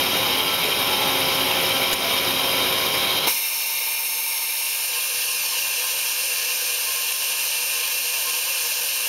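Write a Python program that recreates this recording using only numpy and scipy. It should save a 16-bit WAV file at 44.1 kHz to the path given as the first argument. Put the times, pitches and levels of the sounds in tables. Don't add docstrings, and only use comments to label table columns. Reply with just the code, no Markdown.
import sys
import numpy as np
from scipy import signal
from scipy.fft import rfft, irfft, next_fast_len
from scipy.io import wavfile
from scipy.ndimage import uniform_filter1d

SR = 44100
rng = np.random.default_rng(int(sys.argv[2]) if len(sys.argv) > 2 else 0)


def unload_audio(sound):
    columns = np.transpose(np.atleast_2d(sound))
    steps = np.round(np.clip(columns, -1, 1) * 32767)
    wavfile.write(sys.argv[1], SR, steps.astype(np.int16))


N = 400428
TIME_S = np.arange(N) / SR
FFT_SIZE = next_fast_len(N, True)
FREQ_HZ = np.fft.rfftfreq(FFT_SIZE, 1 / SR)

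# f/Hz, level/dB
GAP_SPECTRUM = [(100, -97), (330, -101), (600, -77), (1400, -82), (2000, -93), (3400, -78.5), (4800, -82),
                (7200, -75.5), (10000, -67), (13000, -66.5), (15600, -68.5)]
# f/Hz, width/Hz, gain/dB
GAP_RESONANCES = [(473, 120, 12.2), (913, 91, 17), (1065, 23, 9.2), (1196, 104, 7.9), (1608, 140, 11.6),
                  (1795, 72, 14), (2134, 294, 22.7), (2394, 264, 22.3), (2710, 180, 15), (2916, 435, 13.4),
                  (3750, 360, 12.4), (4050, 260, 4.9), (4410, 510, 12.6), (5270, 500, 14.6),
                  (5570, 270, 8.3), (6280, 1030, 11.5), (8580, 272, 10.3), (9260, 180, 7.3),
                  (11900, 1200, 7)]
# f/Hz, level/dB
BORE_SPECTRUM = [(150, -97), (350, -100.5), (600, -80), (1400, -89), (2000, -100.5), (3500, -80.5),
                 (5500, -68.5), (7200, -77), (11000, -73), (13300, -67.5), (15600, -80.5)]
# f/Hz, width/Hz, gain/dB
BORE_RESONANCES = [(363, 23, 3.6), (479.7, 35, 16.2), (531, 95, 9.9), (921, 83, 12), (1051.6, 45, 15.9),
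                   (1200, 104, 8), (1630, 303, 20.1), (1810, 110, 12.2), (2162, 456, 18), (2440, 181, 19.1),
                   (2702, 200, 19.2), (2963, 445, 17.3), (3296, 77, 8.4), (4050, 970, 8.4), (6250, 660, 5),
                   (7170, 490, 7.1), (8680, 640, 7.2), (9390, 730, 8.7), (10600, 220, 6.6),
                   (12000, 260, 3.9)]
# t/s, bore share of the air (0-1)
BORE_SHARE = [(3.3, 0), (4.4, 0.02), (4.75, 0.5), (5.0, 0.8), (5.3, 0.91)]
# f/Hz, rise/Hz, width/Hz, gain/dB
TAPER_RESONANCES = [(5900, 2000, 350, -6), (6240, 1800, 350, 4.5), (7850, 1800, 400, -9.5),
                    (8200, 1650, 400, 7.5), (9500, 1200, 300, -7), (10200, 530, 900, 6)]
# t/s, delay/ms, strength (0-1)
JET_ECHO = [(5.1, .45, 0), (5.35, .76, .26), (5.6, 1.05, .22), (5.95, 1.35, 0)]
# t/s, f/Hz, width/Hz, initial level/dB, t60/s
# at 1.04 s a brief swell of pump tone and arm-drive whine near 810 Hz; the rest are knocks
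BURSTS = [(.63, 2500, 300, -21.5, .28), (.65, 450, 40, -25, .4), (.655, 9000, 4000, -32, .3),
          (1.04, 810, 50, -29, .3), (1.512, 2700, 250, -20.5, .1), (1.914, 3100, 500, -20, .08),
          (2.02, 680, 40, -24.5, .35), (3.272, 700, 600, -17.5, .08), (3.279, 2400, 450, -16.5, .42),
          (3.28, 945, 30, -24, 1.2)]
# f/Hz, width/Hz, level/dB
THROTTLE_WHISTLES = [(3164, 45, -42), (3738, 45, -44.5), (5308, 35, -41.5)]
# f/Hz, level/dB
OIL_SPECTRUM = [(20, -83), (60, -75), (120, -65.5), (550, -61), (1200, -64), (1900, -69.5), (2600, -65),
                (4400, -67), (7000, -79), (10000, -92), (12500, -79), (14300, -85), (15600, -73)]
# f/Hz, width/Hz, gain/dB
PIPE_RESONANCES = [(2294, 420, 10), (2880, 130, 6.5), (3163, 250, 13), (3360, 29, 5), (3707, 100, 8.5),
                   (3907, 295, 10.5), (4350, 48, 2), (4910, 160, 12), (5323, 100, 15), (5520, 76, 10),
                   (5840, 252, 9), (6100, 59, 7.5), (6520, 450, 8), (6980, 146, 7), (7305, 120, 10.5),
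                   (8200, 280, 16), (8750, 230, 18.5), (9200, 190, 21), (9570, 480, 17), (9895, 280, 18.5),
                   (10224, 270, 21.5), (10430, 128, 3), (10730, 560, 15), (11235, 317, 10.5),
                   (11850, 376, 17.5), (12244, 173, 19), (12410, 106, 11), (12821, 324, 16.5),
                   (12980, 128, 13), (15107, 215, 9)]
# idle level/dB, gain under load/dB
PUMP_HARMONICS = [(-45.5, 2.5), (-39, 1.5), (-45, 5), (-37, 0), (-48, 7.5)]
# start/s, end/s, level/dB
ARM_PUSHES = [(.22, .56, -35), (.87, 1.18, -32.5), (1.35, 1.57, -35)]
# f/Hz, level/dB
MOTOR_TONES = [(84, -52.5), (118, -56), (150, -51), (366, -44), (390, -49.5), (985, -37.3)]


def air_blast(on_s=3.271, build_s=0.12, first_rush_db=5.5, full_db=27.5, bore_gain_db=.8):
    flow = turbulence(surge_db=0.26, flutter_db=0.5, rate_hz=9.5)
    jet = to_spectrum(guard_reflections(flow, strength=0.32, longest_s=.035))
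    gap = to_sound(jet * colour(GAP_SPECTRUM, GAP_RESONANCES))
    bore = to_sound(jet * colour(BORE_SPECTRUM, BORE_RESONANCES))
    opened, = curves(BORE_SHARE)
    blast = (1 - opened) * gap + opened * from_db(bore_gain_db) * bore
    blast = holder_echo(taper_sweep(blast))
    built = 1 - np.exp(-np.maximum(TIME_S - on_s, 0) / build_s)
    envelope = (1 - built) * from_db(first_rush_db) + built * from_db(full_db)
    return blast * (TIME_S > on_s) * envelope


def taper_sweep(x, start_s=3.95, slide_s=1.58, travel_power=2.3, frame_size=1024):
    hz, frame_s, frames = signal.stft(x, SR, nperseg=frame_size)
    progress = np.clip((frame_s - start_s) / slide_s, 0, 1)
    travel = progress ** travel_power
    shape_db = sum(db * bell(hz[:, None], rest_hz + rise_hz * travel, width_hz)
                   for rest_hz, rise_hz, width_hz, db in TAPER_RESONANCES)
    depth = np.sqrt(np.abs(np.sin(np.pi * progress)))
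    return signal.istft(frames * from_db(shape_db * depth), SR, nperseg=frame_size)[1][:N]


def holder_echo(x):
    delay_ms, strength = curves(JET_ECHO)
    return x + strength * np.interp(TIME_S - delay_ms / 1000, TIME_S, x)


def knocks_and_swell():
    out, age_s = np.zeros(N), TIME_S[:SR]
    for at_s, hz, width_hz, db, t60_s in BURSTS:
        start = int(at_s * SR)
        out[start:start + SR] += from_db(db - 60 * age_s / t60_s) * band_noise(hz, width_hz, size=SR)
    return out


def valves():
    whistles = sum(from_db(db) * band_noise(hz, width_hz) for hz, width_hz, db in THROTTLE_WHISTLES)
    spit = gate(start_s=1.928, end_s=1.943, fade_s=.002) * band_noise(hz=6000, width_hz=20000)
    gripper = gate(start_s=3, end_s=3.36, fade_s=.22) * band_noise(hz=3948, width_hz=330)
    return whistles + from_db(-18.3) * spit + from_db(-27.5) * gripper


def oil_rush(rumble_below_hz=2960, rumble_db=3, load_db=1.0):
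    flow = turbulence(surge_db=0.24, flutter_db=0.47, rate_hz=34)
    flow = guard_reflections(flow, strength=0.39, longest_s=.04)
    spectrum = to_spectrum(flow) * colour(OIL_SPECTRUM, PIPE_RESONANCES)
    lowpass = 1 / (1 + (FREQ_HZ / rumble_below_hz) ** 4)
    rumble = to_sound(spectrum * lowpass) * from_db(rumble_db + load_db * hydraulic_load())
    return rumble + to_sound(spectrum * (1 - lowpass))


def pump(stroke_hz=267.1, jitter=0.001583, waver_db=3.0):
    hz = stroke_hz * (1 + jitter * drift(rate_hz=3.12))
    load = hydraulic_load()
    return sum(tone(k * hz, idle_db + load_db * load + waver_db * drift(rate_hz=3.6))
               for k, (idle_db, load_db) in enumerate(PUMP_HARMONICS, 1))


def hydraulic_load(swing_end_s=2.05, unload_s=0.66):
    return np.clip((swing_end_s - TIME_S) / unload_s + .5, 0, 1)


def arm_drive(whine_hz=861, jitter=0.00134, waver_db=0.8):
    pushing = sum(from_db(db) * gate(start_s, end_s, fade_s=.08) for start_s, end_s, db in ARM_PUSHES)
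    hz = whine_hz * (1 + jitter * drift(rate_hz=3.3))
    return pushing * tone(hz, waver_db * drift(rate_hz=4.6))


def motors(jitter=0.00134, waver_db=0.8):
    return sum(tone(hz * (1 + jitter * drift(rate_hz=3.34)), db + waver_db * drift(rate_hz=4.6))
               for hz, db in MOTOR_TONES)


def turbulence(surge_db, flutter_db, rate_hz, bands=9):
    white = to_spectrum(rng.standard_normal(N)) * np.sqrt(SR / 2)
    common_db = surge_db * drift(rate_hz)
    band = np.searchsorted(np.geomspace(400, 12000, bands - 1), FREQ_HZ)
    return sum(to_sound(white * (band == k)) * from_db(common_db + flutter_db * drift(rate_hz))
               for k in range(bands))


def guard_reflections(x, strength, longest_s, count=18):
    lags = (rng.uniform(longest_s / 6, longest_s, count) * SR).astype(int)
    echoes = sum((-1) ** k * np.roll(x, lag) for k, lag in enumerate(lags)) / np.sqrt(count)
    return (x + strength * echoes) / np.sqrt(1 + strength ** 2)


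def colour(spectrum, resonances):
    point_hz, point_db = np.transpose(spectrum)
    broad_db = np.interp(np.log(FREQ_HZ + 1), np.log(point_hz), point_db)
    peaks_db = sum(db * bell(FREQ_HZ, hz, width_hz) for hz, width_hz, db in resonances)
    return from_db(broad_db + peaks_db)


def bell(hz, centre_hz, width_hz):
    return 1 / (1 + (2 * (hz - centre_hz) / width_hz) ** 2)


def band_noise(hz, width_hz, size=FFT_SIZE):
    offset_hz = np.fft.rfftfreq(size, 1 / SR) - hz
    white = rfft(rng.standard_normal(size))
    x = irfft(white / (1 + 2 * (offset_hz / width_hz) ** 2), size)[:N]
    return x / x.std()


def drift(rate_hz, hop=100):
    count = N // hop + 2
    hz = np.fft.rfftfreq(count, hop / SR)
    white = rfft(rng.standard_normal(count))
    slow = irfft(white / (1 + 2 * (hz / rate_hz) ** 2), count)
    return np.interp(np.arange(N) / hop, np.arange(count), slow / slow.std())


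def tone(hz, rms_db):
    cycles = np.cumsum(hz) / SR + rng.random()
    return np.sqrt(2) * from_db(rms_db) * np.sin(2 * np.pi * cycles)


def gate(start_s, end_s, fade_s):
    return np.clip(np.minimum(TIME_S - start_s, end_s - TIME_S) / fade_s + .5, 0, 1)


def curves(rows):
    at_s, *columns = np.transpose(rows)
    return [np.interp(TIME_S, at_s, column) for column in columns]


def from_db(db):
    return 10 ** (db / 20)


def to_spectrum(x):
    return rfft(x, FFT_SIZE)


def to_sound(spectrum):
    return irfft(spectrum, FFT_SIZE)[:N]


def scene():
    machine = oil_rush() + pump() + motors() + arm_drive() + valves() + knocks_and_swell()
    return np.tile(air_blast() + machine, (2, 1))


def gain_control(x, threshold_db=-25.5, sense_hz=5500, attack_s=.0115, release_db_per_s=32, window=220):
    treble = signal.sosfilt(signal.butter(1, sense_hz, "high", fs=SR, output="sos"), x)
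    power = uniform_filter1d(treble ** 2, window, origin=window // 2 - 1)
    excess_db = np.maximum(10 * np.log10(np.abs(power) + 1e-12) - threshold_db, 0)
    release_db = release_db_per_s * TIME_S
    held_db = np.maximum.accumulate(excess_db + release_db) - release_db
    pole = np.exp(-1 / (attack_s * SR))
    return x * from_db(-signal.lfilter([1 - pole], [1, -pole], held_db))


def record(dry, notch_hz=7950, notch_width_hz=540, notch_core_hz=30, cutoff_hz=15750):
    offset_hz = FREQ_HZ - notch_hz
    port_notch = np.hypot(offset_hz, notch_core_hz) / np.hypot(offset_hz, notch_width_hz)
    lowpass = 1 / np.sqrt(1 + (FREQ_HZ / cutoff_hz) ** 600)
    filtered = to_sound(to_spectrum(dry[0]) * port_notch * lowpass)
    levelled = gain_control(filtered)
    return np.tile(to_sound(to_spectrum(levelled) * lowpass), (2, 1))


dry = scene()
out = record(dry)
unload_audio(out)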